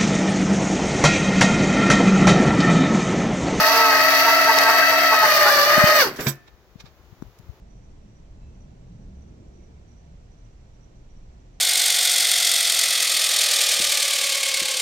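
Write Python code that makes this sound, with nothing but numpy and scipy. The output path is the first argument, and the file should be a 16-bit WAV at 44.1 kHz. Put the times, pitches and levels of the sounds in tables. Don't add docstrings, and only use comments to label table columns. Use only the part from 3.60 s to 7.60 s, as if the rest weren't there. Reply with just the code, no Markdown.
import sys
import numpy as np
from scipy import signal
from scipy.fft import rfft, irfft
from scipy.io import wavfile

SR = 44100
rng = np.random.default_rng(int(sys.argv[2]) if len(sys.argv) > 2 else 0)


def master(y):
    cut = np.clip(np.atleast_2d(y).T, -1, 1)
    pcm = np.round(cut * 32767)
    wavfile.write(sys.argv[1], SR, pcm.astype(np.int16))


N = 176400

# f/Hz, likeness (0-1)
STEREO_LIKENESS = [(60, 0.6), (270, 1), (740, .94), (1220, .6), (2000, 0), (3300, 0), (15000, 0.15)]
# f/Hz, level/dB
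STREET_COLOUR = [(18, -41.5), (30, -12), (83, -12), (288, -16), (355, -8), (460, -12), (1060, -17.5),
                 (2700, -27.5), (6880, -31.5), (8250, -48.5), (15000, -33)]
# t/s, level/dB
STREET_LOUDNESS = [(3.0, -60), (3.5, -58)]
# t/s, level/dB
WIND_LOUDNESS = [(0, -45.5), (.4, -72), (2.9, -57.5), (3.6, -51.5), (3.66, -41.5), (3.76, -57.5),
                 (3.89, -45), (3.95, -57)]
# f/Hz, level/dB
RUMBLE_COLOUR = [(20, -7), (60, 8), (140, -4), (300, -18.5), (4000, -56.5)]
# t/s, level/dB, f/Hz, side/dB
MIC_KNOCKS = [(2.181, -12.5, 206.7, 32), (2.241, -7.5, 147, 28), (3.159, -34, 150, 27),
              (3.243, -37, 132, 26), (3.528, -37.5, 108.6, 27.5), (3.623, -33.5, 940, 20),
              (3.625, -24.5, 210, 40), (3.8, -37, 110, 22), (3.899, -28.5, 72.6, 34)]
# t/s, rise/s, decay/s, level/dB, treble tilt/(dB per octave), side/dB
RATTLE_HITS = [(0.988, 0.0032, 0.003, -13.5, 5.5, -2), (2.058, 0.0033, .004, -23, 20, -9),
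               (2.563, 0.0025, 0.019, -40, 8, -21), (2.607, 0.0076, 0.046, -33.5, 10.5, -30),
               (2.669, 0.0012, 0.015, -23, 1, -20), (2.69, 0.007, 0.013, -27, 14.5, -24),
               (2.882, 0.0071, 0.0065, -43, -4.5, -6), (3.206, 0.0059, 0.0079, -40, -0.5, -4),
               (3.262, 0.0076, 0.016, -45.5, -3.5, -6.5), (3.623, 0.0017, .005, -54, 7, -15),
               (3.789, .002, .003, -52, 9, -14.5)]
# f/Hz, level/dB
PARTS_COLOUR = [(200, -15.5), (600, 0), (2300, -1.5), (3300, -1), (4700, 1), (7300, -6.5), (8800, -21.5),
                (11500, -13.5), (15000, -21.5)]
# f/Hz, width/Hz, added gain
PARTS_RESONANCES = [(737, 70, 3.5), (1793, 150, 0.47), (3740, 180, 1.9)]
# t/s, level/dB, decay/s
FRAME_JOLTS = [(2.459, -28.5, 0.064), (2.593, -27.5, 0.045), (2.668, -25.5, 0.022)]
# f/Hz, level/dB
CLUNK_COLOUR = [(60, -5), (150, 1.5), (380, 5), (900, -8), (1600, -2), (2100, -9), (5000, -25),
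                (12000, -49)]
# f/Hz, level/dB, t60/s (time to fade by 60 dB)
FRAME_MODES = [(137.5, -16.5, 0.22), (222, -20, 0.13), (345, -38, 0.29), (700, -54, 0.65),
               (1030, -27, 0.13), (1574, -24.5, 0.11), (1770, -44.5, 0.63), (2320, -27, 0.12),
               (2550, -52.5, 0.49)]
# f/Hz, level/dB, t60/s
DISC_MODES = [(7925, -6, .06), (12150, -1, .09), (12970, -5, .09), (13680, -5, .07), (14660, -2, .05)]
# t/s, level/dB
DISC_LOUDNESS = [(0, -43), (1.62, -39), (1.75, -32.5), (2.15, -43), (2.35, -28), (2.45, -40), (2.53, -56),
                 (2.59, -54), (2.615, -36.5), (2.655, -36), (2.69, -26.5), (2.72, -45.5), (2.87, -110)]
# t/s, width/s, f/Hz, glide/(Hz per s), level/dB
RUBBER_SQUEALS = [(0.223, 0.057, 454.3, -100, -26.5), (0.332, 0.0059, 1600, 5.5, -17.5),
                  (1.073, 0.009, 1600, -7, -17.5), (1.23, 0.0075, 1587, 0, -13.5),
                  (1.539, 0.012, 1090, 1.5, -23), (1.875, 0.014, 832, 999.5, -26),
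                  (1.878, 0.024, 1460, 5998, -16.5), (2.417, .02, 1573, -11500, -17.5),
                  (2.412, 0.015, 2184, -6000, -23)]
# t/s, f/Hz
MOTOR_PITCH = [(0, 636), (.05, 634), (.11, 657.4), (.2, 652.7), (.33, 635), (.41, 637.4), (.47, 656),
               (.58, 646), (.66, 662.7), (.8, 659.4), (.93, 646), (1.15, 648.5), (1.35, 658), (1.51, 649),
               (1.62, 630.2), (1.7, 609), (1.78, 613.4), (1.9, 596), (2.0, 576.7), (2.08, 601.4),
               (2.2, 616.5), (2.33, 623.5), (2.385, 608.8), (2.415, 562.7), (2.44, 483.5), (2.5, 374.5)]
# t/s, level/dB
WHEEL_LOUDNESS = [(0, 0.5), (2.0, 1.5), (2.3, 3.5), (2.415, 4), (2.44, -3), (2.475, -5.5), (2.5, -15.5),
                  (2.52, -25), (2.58, -27), (2.7, -82)]
# f/Hz, width/Hz, added gain
WHEEL_RESONANCE = [(355, 25, 1.6)]
# t/s, level/dB
HOWL_LOUDNESS = [(0, -3.5), (.15, -1), (.33, -2.5), (.45, -8.5), (1.2, -11.5), (1.42, -14.5), (1.95, -13),
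                 (2.4, -16.5)]
# order, level/dB, side/dB, rough share (0-1)
TREAD_TONES = [(15.9, -39, -1.5, 0), (31.86, -22, -0.5, 0.23), (39.73, -27.5, -3, 0.2),
               (56.1, -30.5, 1.5, 0.5)]
# f/Hz, level/dB
SCRUB_COLOUR = [(40, -34.5), (140, -10), (220, -16.5), (400, -10), (530, -6.5), (690, 5.5), (820, -2.5),
                (1020, -5.5), (1300, 7.5), (1480, -0.5), (1860, 4), (2060, 4), (2280, -3), (4000, -26)]
# t/s, width/s, level/dB
TYRE_GRABS = [(0.264, 0.0098, -12), (.69, 0.014, 1.5), (0.901, .016, 3.5), (0.979, 0.006, -2.5),
              (1.042, 0.012, -1), (1.092, .017, 0), (1.145, .015, -3), (1.337, 0.012, -7.5),
              (1.538, 0.012, 3), (1.638, 0.01, 0), (1.871, 0.014, -2.5)]
# f/Hz, level/dB
ROAR_COLOUR = [(300, -28), (650, -3), (1000, 5), (1400, 1), (1800, -6.5), (2600, -24)]
# f/Hz, level/dB
HISS_COLOUR = [(1590, -22.5), (2450, -2.5), (3450, -4.5), (4500, 1), (5400, -4.5), (6200, -6), (7490, -14),
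               (8120, -15), (8810, -22.5), (11800, -7.5), (12800, -13.5), (14100, -7), (15100, -10.5),
               (15800, -12.5)]
# t/s, level/dB
HISS_LOUDNESS = [(.05, -22.5), (.28, -25.5), (.58, -23), (.8, -26), (1.58, -27.5), (1.73, -23.5),
                 (1.86, -26), (2.0, -23.5), (2.17, -27.5), (2.37, -27.5), (2.42, -22), (2.5, -25)]
# f/Hz, side/dB
TYRE_BALANCE = [(200, 0.5), (1170, 2.5), (1790, 6), (2740, 4.5), (4190, -4), (6410, -13), (9810, 5),
                (15000, -12.5)]
# order, free-running level/dB, bogged-down level/dB, side/dB, rough share (0-1)
MOTOR_TONES = [(10, -40, -49.5, 1.5, 0.03), (22.43, -28.5, -26, -0.5, 0.08), (23.18, -34, -30, -1.5, 0.4),
               (24.82, -32, -33.5, 1, 0.06), (46.3, -22.5, -23, -2.5, 0.14), (64.86, -31, -37.5, 5, 0.6),
               (69.17, -25.5, -28, 9.5, 0.17), (75.8, -46.5, -35.5, 2.5, 0.1),
               (91.9, -30.5, -33.5, 4.5, 0.13), (113.3, -40, -38, 0.5, 0.5), (136.8, -40, -38, -8, 0.1),
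               (159.8, -35.5, -39.5, 3.5, 0.6)]

POLE_PAIRS, FULL_SPEED_HZ = 23, 654.6
TIME = np.arange(N) / SR
BINS_HZ = np.maximum(np.arange(N // 2 + 1) * SR / N, 1)


def from_db(db):
    return 10 ** (np.asarray(db) / 20)


def rms_one(x):
    return x / np.sqrt(np.mean(x ** 2) + 1e-20)


def in_time(rows):
    return np.interp(TIME, *np.transpose(rows))


def at_hz(points):
    hz, value = np.transpose(points)
    return np.interp(np.log(BINS_HZ), np.log(hz), value)


def pan(db):
    gains = from_db([[db / 2], [-db / 2]])
    return gains / gains.mean()


def drift(rate_hz):
    pole = np.exp(-80 * np.pi * rate_hz / SR)
    slow = signal.lfilter([1], [1, -2 * pole, pole * pole], rng.standard_normal(N // 40 + 2002))[2000:]
    return np.interp(np.arange(N) / 40, np.arange(len(slow)), rms_one(slow))


def noise(colour, balance_db=0):
    mid, side = rfft(rng.standard_normal((2, N))) * from_db(at_hz(colour))
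    alike = np.clip(at_hz(STEREO_LIKENESS), -.5, .99)
    side = side * np.sqrt((1 - alike) / (1 + alike))
    left, right = (mid + side) * from_db(balance_db / 2), (mid - side) * from_db(-balance_db / 2)
    out = irfft(np.array([left, right]), N)
    return out / out.mean(0).std()


def ring(x, hz, t60):
    pole, step = from_db(-60 / (t60 * SR)), 2 * np.pi * hz / SR
    return signal.lfilter([0, np.sin(step)], [1, -2 * pole * np.cos(step), pole * pole], x + 1e-18)


def burst(at, rise, decay):
    return np.exp(-np.minimum(np.abs(TIME - at) / np.where(TIME < at, rise, decay), 50))


def resonant(x, peaks):
    for hz, width, gain in peaks:
        x = x + gain * signal.lfilter(*signal.iirpeak(hz, hz / width, fs=SR), x)
    return x


def metallic(x, share, t60=0.034):
    tail = rng.standard_normal((2, SR // 8)) * from_db(-60 * TIME[:SR // 8] / t60)
    ringing = signal.fftconvolve(x, tail, axes=1)[:, :N]
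    return np.sqrt(1 - share) * x + np.sqrt(share / np.sum(tail[0] ** 2)) * ringing


def tone(phase, rough, flutter_db, spread_hz, braking_s=2.41):
    rough = np.clip(rough + np.maximum(TIME - braking_s, 0) / .08, 0, 1)
    mean_hz = phase[-1] / (2 * np.pi * TIME[-1])
    apart = min((mean_hz / spread_hz) ** 2, 1)
    sides = np.array([[1], [-1]])
    shared, opposed = [(drift(44) + 1j * drift(44)) / np.sqrt(2) for _ in range(2)]
    noisy = shared + sides * np.sqrt(apart) * opposed
    clean = rms_one(from_db(flutter_db * drift(12))) * np.exp(1j * sides * apart * np.pi / 4)
    swing = np.sqrt(1 - rough) * clean + np.sqrt(rough) * noisy
    return np.sqrt(2) * np.real(swing * np.exp(1j * (phase + rng.uniform(0, 2 * np.pi))))


def street():
    return from_db(in_time(STREET_LOUDNESS)) * noise(STREET_COLOUR)


def echoes(x, level_db=-26, t60=1.0, cutoff_hz=2900):
    tail = rng.standard_normal((2, SR)) * from_db(-60 * TIME[:SR] / t60)
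    tail /= np.sqrt(np.sum(tail[0] ** 2))
    tail = signal.sosfilt(signal.butter(2, cutoff_hz, fs=SR, output="sos"), tail)
    return from_db(level_db) * signal.fftconvolve(x, tail, axes=1)[:, :N]


def wind_and_knocks():
    out = pan(10) * from_db(in_time(WIND_LOUDNESS) + 1.9 * drift(8.4)) * noise(RUMBLE_COLOUR)
    for at, db, hz, side in MIC_KNOCKS:
        squared = (np.pi * hz * (TIME - at)) ** 2
        out += pan(side) * from_db(db) * (1 - 2 * squared) * np.exp(-np.minimum(squared, 50))
    return out


def rattles():
    metal = resonant(metallic(noise(PARTS_COLOUR), share=0.74), PARTS_RESONANCES)
    spectrum = rfft(metal * from_db(drift(280)))
    out = 0
    for at, rise, decay, db, tilt_db, side in RATTLE_HITS:
        grains = rms_one(irfft(spectrum * from_db(tilt_db * np.log2(BINS_HZ)), N))
        out += pan(side) * from_db(db) * burst(at, rise, decay) * grains
    return out


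def frame(stop_s=2.667):
    blow = np.zeros(N)
    blow[int(stop_s * SR)] = 1
    rings = sum((-1) ** k * pan(rng.normal(0, 0.82)) * from_db(db) * ring(blow, hz, t60)
                for k, (hz, db, t60) in enumerate(FRAME_MODES))
    jolts = sum(from_db(db) * burst(at, 0.0046, decay) for at, db, decay in FRAME_JOLTS)
    return rings + jolts * noise(CLUNK_COLOUR)


def brake_disc():
    rub = rng.standard_normal((2, N)) * from_db(3.8 * drift(60))
    singing = sum(from_db(db) * rms_one(ring(rub, hz, t60)) for hz, db, t60 in DISC_MODES)
    return pan(-12.5) * from_db(in_time(DISC_LOUDNESS)) * rms_one(singing)


def squeals():
    out, waver = 0, 0.27 * drift(60)
    for at, width, hz, glide, db in RUBBER_SQUEALS:
        t = TIME - at
        swell = np.exp(-np.minimum(.5 * (t / width) ** 2, 20))
        out += from_db(db) * swell * np.sin(2 * np.pi * (hz * t + glide * t ** 2 / 2) + waver)
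    return out


def follow_speed(x, pitch, slowest=.85):
    travelled = np.cumsum(np.maximum(pitch / FULL_SPEED_HZ, slowest))
    return np.array([np.interp(travelled % N, np.arange(N), side) for side in x])


def tyre(angle, pitch, scrub_db=-24, roar_db=-28.5):
    grab = sum(from_db(db) * np.exp(-.5 * ((TIME - at) / width) ** 2) for at, width, db in TYRE_GRABS)
    tread = sum(pan(side) * from_db(db) * tone(order * angle, rough, flutter_db=1.0, spread_hz=3600)
                for order, db, side, rough in TREAD_TONES)
    howl = (from_db(in_time(HOWL_LOUDNESS)) + grab) * tread
    balance_db = at_hz(TYRE_BALANCE)
    scrub = from_db(scrub_db + 1.9 * drift(24)) * follow_speed(noise(SCRUB_COLOUR, balance_db), pitch)
    roar = from_db(roar_db) * grab * noise(ROAR_COLOUR, balance_db)
    motor_pulse = 1 + 0.15 * np.cos(POLE_PAIRS * angle)
    grit = rms_one(from_db(1.4 * drift(350) + 0.92 * drift(23)) * motor_pulse)
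    hiss = from_db(in_time(HISS_LOUDNESS)) * grit * metallic(noise(HISS_COLOUR, balance_db), share=0.47)
    return howl + scrub + roar + hiss


def motor(angle, bog_start_s=1.5, bog_end_s=1.65, power_cut_s=2.425, fade_db_per_s=112):
    bog = np.clip((TIME - bog_start_s) / (bog_end_s - bog_start_s), 0, 1)
    fade_db = fade_db_per_s * np.maximum(TIME - power_cut_s, 0)
    out = 0
    for order, free_db, bogged_db, side, rough in MOTOR_TONES:
        gain = from_db(free_db + bog * (bogged_db - free_db) - fade_db)
        out += pan(side) * gain * tone(order * angle, rough, flutter_db=1.5, spread_hz=1620)
    return out


def scene():
    pitch = in_time(MOTOR_PITCH) * (1 + 0.00404 * drift(20.4))
    angle = 2 * np.pi * np.cumsum(pitch) / POLE_PAIRS / SR
    wheel = from_db(in_time(WHEEL_LOUDNESS)) * resonant(motor(angle) + tyre(angle, pitch), WHEEL_RESONANCE)
    scooter = wheel + squeals() + brake_disc() + rattles() + frame()
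    return scooter + echoes(scooter) + wind_and_knocks() + street()


def record(dry):
    low_cut_hz, high_cut_hz, ceiling = 49, 15900, 1.3
    dry = signal.sosfilt(signal.butter(1, low_cut_hz, "high", fs=SR, output="sos"), dry)
    rounded = ceiling * np.tanh(dry / ceiling)
    hz = np.arange(N + 1) * SR / (2 * N)
    return irfft(rfft(rounded, 2 * N) / np.sqrt(1 + (hz / high_cut_hz) ** 300))[:, :N]


dry = scene()
out = record(dry)
master(out)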